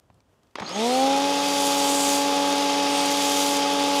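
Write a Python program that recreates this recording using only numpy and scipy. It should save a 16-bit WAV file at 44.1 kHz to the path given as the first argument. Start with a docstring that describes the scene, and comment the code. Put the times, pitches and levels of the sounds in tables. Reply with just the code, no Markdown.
"""An electric pressure washer foams the wing of a car in a quiet street.
First come faint clicks and a soft rumble. Just after half a second the trigger clacks, the foam
nozzle starts to hiss and the motor jolts and squeals up to speed. A valve whistles as pressure builds.
From then on a three-piston pump drones, rattles and whines through its gears,
and the hiss turns brighter whenever the fan of droplets strikes the bodywork."""
import sys
import numpy as np
from scipy import signal
from scipy.fft import rfft, irfft
from scipy.io import wavfile

SR = 44100
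rng = np.random.default_rng(int(sys.argv[2]) if len(sys.argv) > 2 else 0)


def store_pcm(level_fs):
    """Save levels as 16-bit WAV."""
    pcm = np.round(np.clip(level_fs, -1, 1) * 32767).astype(np.int16)
    wavfile.write(sys.argv[1], SR, np.atleast_2d(pcm).T)


N = 176400
T = np.arange(N) / SR
FREQS = np.arange(N // 2 + 1) * SR / N + 1e-3


# The shaft's running speed, sagging under load. Each row: time in seconds, turns per second.
SHAFT_SPEED = [(1, 94.3), (1.3, 95), (1.55, 94.45), (1.7, 93.9), (1.85, 93.78), (2.15, 94.1), (2.45, 94.36),
               (2.8, 94.45), (4, 94.44)]
PISTONS = 3
def pump():
    """One turning shaft drives the pistons and gears, so all their sounds rise together."""
    speed = curve(SHAFT_SPEED) * spin_up()
    turn = 2 * np.pi * np.cumsum(speed * (1 + 0.000777 * wander(9.6))) / SR  # shaft angle
    pace = speed / speed.max()
    return piston_drone(turn, speed) + whine(turn, pace) + rattle(turn, pace) + main_gear(turn, pace)


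def spin_up(start_s=.565, lag_s=.16):
    """The motor gathers speed after the trigger is pulled: 0 is still, 1 is full speed."""
    return 1 - np.exp(-np.maximum(T - start_s, 0) / lag_s)


# Levels in dB of the tones at 1, 2, 3.. times the stroke rate.
HARMONIC_DB = [-29, -30, -29, -34, -37]
# The casing rings more at some pitches. Each row: pitch in Hz, boost in dB.
CASING_BOOST = [(150, -5.5), (200, 1), (283, 0), (380, -3), (440, 2), (520, 3.5), (565, -1), (610, -5.5),
                (700, -1.5), (790, 5), (850, 1.5), (950, 0.5), (1020, -8), (1090, -11.5), (1130, -6.5),
                (1400, -13.5)]
# How the drone swells. Each row: time in seconds, boost in dB.
DRONE_BOOST = [(.6, -67), (.7, -16.5), (.74, -13.5), (.77, -2.5), (.83, 1), (.95, -0.5), (1.04, 3),
               (1.2, 0.5), (1.45, -1), (2.1, 0.5), (2.7, 0.5), (3.3, -1), (4, 1)]
def piston_drone(turn, speed):
    """Each piston stroke is a dip in pressure; the fast dips blend into a drone."""
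    drone = 0
    for k, db in enumerate(HARMONIC_DB, 1):
        casing_db = np.interp(k * PISTONS * speed, *np.array(CASING_BOOST).T)
        lag = .8 * ((k - 2) ** 2 - 1)  # the casing delays higher tones and rounds each stroke
        drone -= tone(k * PISTONS * turn - lag, db + casing_db, flutter_db=.5, jitter=.1)
    return drone * amp(curve(DRONE_BOOST))


# Tones of the pistons, then the gears: pitches as multiples of shaft speed, full-speed levels in dB.
PISTON_MULTIPLES = [1, 2, 5, 7, 8, 10, 11, 13, 17, 18]
PISTON_DB = [-57, -47.5, -42.5, -48, -38.5, -47, -46.5, -61, -47, -59]
TOOTH_MULTIPLES = [22, 24, 26, 27, 29, 30, 33, 36, 39]
TOOTH_DB = [-49.5, -52.5, -58, -43.5, -50, -50, -45.5, -65, -46]
def whine(turn, pace, gear_ratio=4.547):
    """The motor, unequal pistons and gear teeth add tones that come in only near full speed."""
    tones = tone(gear_ratio * turn, db=-38.5, flutter_db=.7, jitter=.52)  # the motor
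    for k, db in zip(PISTON_MULTIPLES, PISTON_DB):
        tones += tone(k * turn + 2 * np.pi * rng.random(), db, flutter_db=1.6, jitter=.14)
    for k, db in zip(TOOTH_MULTIPLES, TOOTH_DB):
        tones += tone(k * turn + 2 * np.pi * rng.random(), db, flutter_db=2, jitter=.24)
    return tones * pace ** 4.3


# The housing's rattle. Each row: pitch in Hz, level in dB per Hz.
RATTLE_COLOUR = [(30, -100), (60, -90.5), (150, -75.5), (210, -71), (300, -64.5), (450, -61), (650, -64.5),
                 (850, -60), (1070, -68), (1250, -61), (1450, -71.5), (2500, -71), (6000, -112)]
def rattle(turn, pace):
    """The pump housing shakes with every stroke, every turn and every half turn."""
    shake = np.exp(.23 * np.cos(PISTONS * turn) + .36 * np.cos(turn) + .085 * np.cos(2 * turn))
    shake /= np.sqrt(np.mean(shake ** 2))  # keep the average power
    return colour(noise() * shake * pace ** .67, RATTLE_COLOUR)


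# The main gear's whine. Each row: time in seconds, level in dB.
MAIN_GEAR_LEVEL = [(.68, -75), (.725, -43), (.85, -39), (.95, -41), (1.2, -50), (1.55, -38.5), (2.1, -39),
                   (2.45, -46), (3.0, -41.5), (3.5, -42.5), (4, -44)]
def main_gear(turn, pace, teeth=50):
    """Meeting teeth sing one high note, raspy while the motor speeds up."""
    rasp = 3.6 * (1 - pace) * wander(90)
    return tone(teeth * turn + rasp, curve(MAIN_GEAR_LEVEL), flutter_db=1.5, jitter=.3)


def squeal(start_s=.635, length_s=.1, from_hz=3700, to_hz=5460, width_hz=330):
    """A rough squeal glides up and fades as the motor gets under way."""
    progress = np.clip((T - start_s) / length_s, 0, 1)
    angle = 2 * np.pi * np.cumsum(from_hz + (to_hz - from_hz) * progress) / SR
    rough = wander(width_hz) * np.cos(angle) + wander(width_hz) * np.sin(angle)
    return rough * amp(-39.5) * np.sin(np.pi * progress)


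# The nozzle's hiss. Each row: pitch in Hz, level in dB per Hz.
JET_COLOUR = [(30, -120), (500, -86), (1700, -76), (2200, -71), (2800, -67.5), (3400, -63), (4100, -68),
              (5200, -67), (6500, -71), (8000, -80), (10000, -80), (12500, -96.5), (15500, -97)]
# The jet's strength. Each row: time in seconds, boost in dB.
JET_BOOST = [(.552, -80), (.562, -18), (.63, -16.5), (.69, -10), (.74, -7), (.81, -1.5), (.97, -2),
             (1.2, 0), (1.5, 0), (2.1, -0.5), (2.8, 1), (3.4, 2), (3.7, 0.5), (4, 0.5)]
def jet(dull_hz=5760):
    """The nozzle hisses, duller until the pump is up to speed."""
    hiss = colour(drops() * amp(curve(JET_BOOST) + .65 * wander(60)), JET_COLOUR)
    dull = irfft(rfft(hiss) / (1 + (FREQS / dull_hz) ** 6), N)
    return dull + (hiss - dull) * spin_up() ** 2


# Droplets striking the car. Each row: pitch in Hz, level in dB per Hz.
SPLASH_COLOUR = [(1500, -99.5), (3300, -72.5), (4500, -74), (5400, -73.5), (6700, -68.5), (8200, -74.5),
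                 (10000, -75.5), (12500, -81), (15500, -88.5)]
# How hard they hit. Each row: time in seconds, boost in dB.
IMPACT_BOOST = [(.6, -70), (.75, -22), (.85, -9), (.97, -5), (1.15, -12), (1.4, -5), (1.66, 4), (1.77, 2),
                (1.95, 3.5), (2.15, 6), (2.28, -5.5), (2.6, -5.5), (2.83, -9.5), (2.98, -4.5), (3.13, -1),
                (3.42, 4.5), (3.55, 1), (3.65, -9), (4, -2.5)]
def splash(spit_decay_s=.0007):
    """Droplets patter densely on the bodywork, mixed with short spits from the nozzle."""
    impact_db = curve(IMPACT_BOOST)
    kicks = np.abs(drops(per_s=120, spread_db=1.5))
    bursts = signal.lfilter([1], [1, -np.exp(-1 / (spit_decay_s * SR))], kicks)
    spits = unit(bursts * noise()) * amp(-6 + curve(JET_BOOST) + .5 * impact_db)
    patter = drops() * amp(impact_db + .45 * wander(60))
    return colour(patter + spits, SPLASH_COLOUR)


# Each row: middle in seconds, half length in seconds, pitch in Hz, level in dB.
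EDGE_SWISHES = [(.9, .11, 7900, -43.5), (1.62, .11, 10400, -44.5), (1.995, 0.12, 7800, -32.5),
                (2.947, 0.18, 2230, -39), (2.98, .06, 8500, -38), (3.3, .09, 6300, -39),
                (3.43, .09, 11700, -47)]
def swishes():
    """The spray rings briefly as it crosses edges and hollows of the wing."""
    return sum(band(hz, width_hz=1700) * amp(db) * swell(at, half) for at, half, hz, db in EDGE_SWISHES)


# The valve's whistle. Each row: time in seconds, level in dB.
WHISTLE_LEVEL = [(.59, -100), (.615, -60), (.66, -47), (.71, -52), (.755, -39), (.8, -46), (.86, -80)]
def valve_whistle():
    """A valve whistles while the pressure builds."""
    return band(6530, width_hz=230) * amp(curve(WHISTLE_LEVEL))


# Each row is a clack: start in seconds, level in dB, decay in seconds, brightness in dB per octave.
GUN_CLACKS = [(0.101, -41.5, 0.0027, -4.5), (.143, -60, .002, 11), (.204, -55, 0.0025, 4),
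              (0.432, -58, .003, 7.5), (.47, -62, .003, 4), (.509, -63, .004, 6), (.555, -20, 0.0037, -1),
              (0.585, -23, 0.0039, -3), (.598, -24.5, 0.0066, 0), (.62, -26.5, 0.0088, -2.5),
              (.692, -31, 0.0033, 5.5)]
# The ring of the gun's body. Each row: pitch in Hz, relative level in dB.
GUN_COLOUR = [(30, -67), (100, -25), (300, -3.5), (600, 1.5), (900, 2.5), (1600, -7.5), (2200, -6.5),
              (3500, -13), (5000, -15.5), (9000, -28), (15000, -47)]
def trigger():
    """The spray gun and its valves clack, each blow ringing briefly in the gun's body."""
    clacks = 0
    for start, db, decay, brightness in GUN_CLACKS:
        tilted = [(hz, level + brightness * np.log2(hz)) for hz, level in GUN_COLOUR]
        clacks += unit(colour(noise(), tilted)) * amp(db) * strike(start, decay)
    return clacks


def motor_jolt():
    """The motor jerks with a low thud as it takes current."""
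    return band(192, width_hz=96) * amp(-32) * strike(start_s=.607, decay_s=.03)


# Distant traffic. Each row: pitch in Hz, level in dB per Hz.
STREET_COLOUR = [(25, -102), (70, -87.5), (130, -93.5), (250, -97.5), (500, -98), (1000, -102),
                 (2300, -114), (3100, -112), (4000, -117), (7000, -119), (15000, -128)]
def street():
    """Faint far traffic, and one soft low rumble before the washer starts."""
    rumble = band(95, width_hz=74) * amp(-60) * swell(middle_s=.15, half_length_s=.055)
    return colour(noise(), STREET_COLOUR) * amp(1.6 * wander(6)) + rumble


def amp(db):
    """Turn decibels into a volume factor."""
    return 10 ** (np.asarray(db) / 20)


def curve(rows):
    """Join points in time with straight lines."""
    return np.interp(T, *np.array(rows).T)


def unit(x):
    """Scale a signal to a typical size of 1."""
    return x / np.std(x)


def noise():
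    """An even hiss (white noise)."""
    return rng.standard_normal(N)


def colour(x, rows):
    """Filter an even hiss to the levels in rows, ringing only after each sound, never before."""
    hz, db = np.array(rows).T
    gain = amp(np.interp(np.log(FREQS), np.log(hz), db))
    cepstrum = irfft(np.log(gain), N)
    forward_only = 1 + np.sign(np.fft.fftfreq(N))
    ring = irfft(np.exp(rfft(cepstrum * forward_only)), N)[:SR // 10]
    return signal.fftconvolve(x, ring)[:N] * np.sqrt(SR / 2)


def band(hz, width_hz):
    """Noise that rings around one pitch."""
    detuning = (FREQS ** 2 - hz ** 2) / (FREQS * width_hz)
    return unit(irfft(rfft(noise()) / (1 + 1j * detuning) ** 2, N))


def wander(rate_hz):
    """A smooth random drift of typical size 1."""
    return unit(irfft(rfft(noise()) / (1 + (FREQS / rate_hz) ** 2), N))


def tone(angle, db, flutter_db, jitter):
    """A machine tone that wavers in level (flutter_db) and timing (jitter, in radians)."""
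    return np.sqrt(2) * amp(db + flutter_db * wander(12)) * np.cos(angle + jitter * wander(6.8))


def drops(per_s=5000, spread_db=-.5):
    """Tiny random impacts of unequal size."""
    size = amp(spread_db * np.minimum(rng.exponential(size=N), 5))
    hits = rng.random(N) < per_s / SR
    return unit(hits * size * np.sign(noise()))


def strike(start_s, decay_s):
    """The loudness of a blow: it rises quickly, then dies away."""
    age = np.maximum(T - start_s, 0)
    rise = 1 - np.exp(-age / .0004)
    return rise * np.exp(-age / decay_s)


def swell(middle_s, half_length_s):
    """A smooth rise and fall."""
    return np.exp(-((T - middle_s) / half_length_s) ** 2 / 2)


def scene():
    """Washer, spray and street add up in one channel."""
    washer = pump() + squeal()
    spray = jet() + splash() + valve_whistle() + swishes()
    return (washer + spray + motor_jolt() + trigger() + street())[None]


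def record(dry, low_hz=50, top_hz=15500):
    """Thin the deepest bass and cut the highest treble."""
    thin = signal.sosfilt(signal.butter(2, low_hz, "high", fs=SR, output="sos"), dry)
    return signal.sosfilt(signal.ellip(10, .1, 80, top_hz, fs=SR, output="sos"), thin)


dry = scene()
out = record(dry)
store_pcm(out)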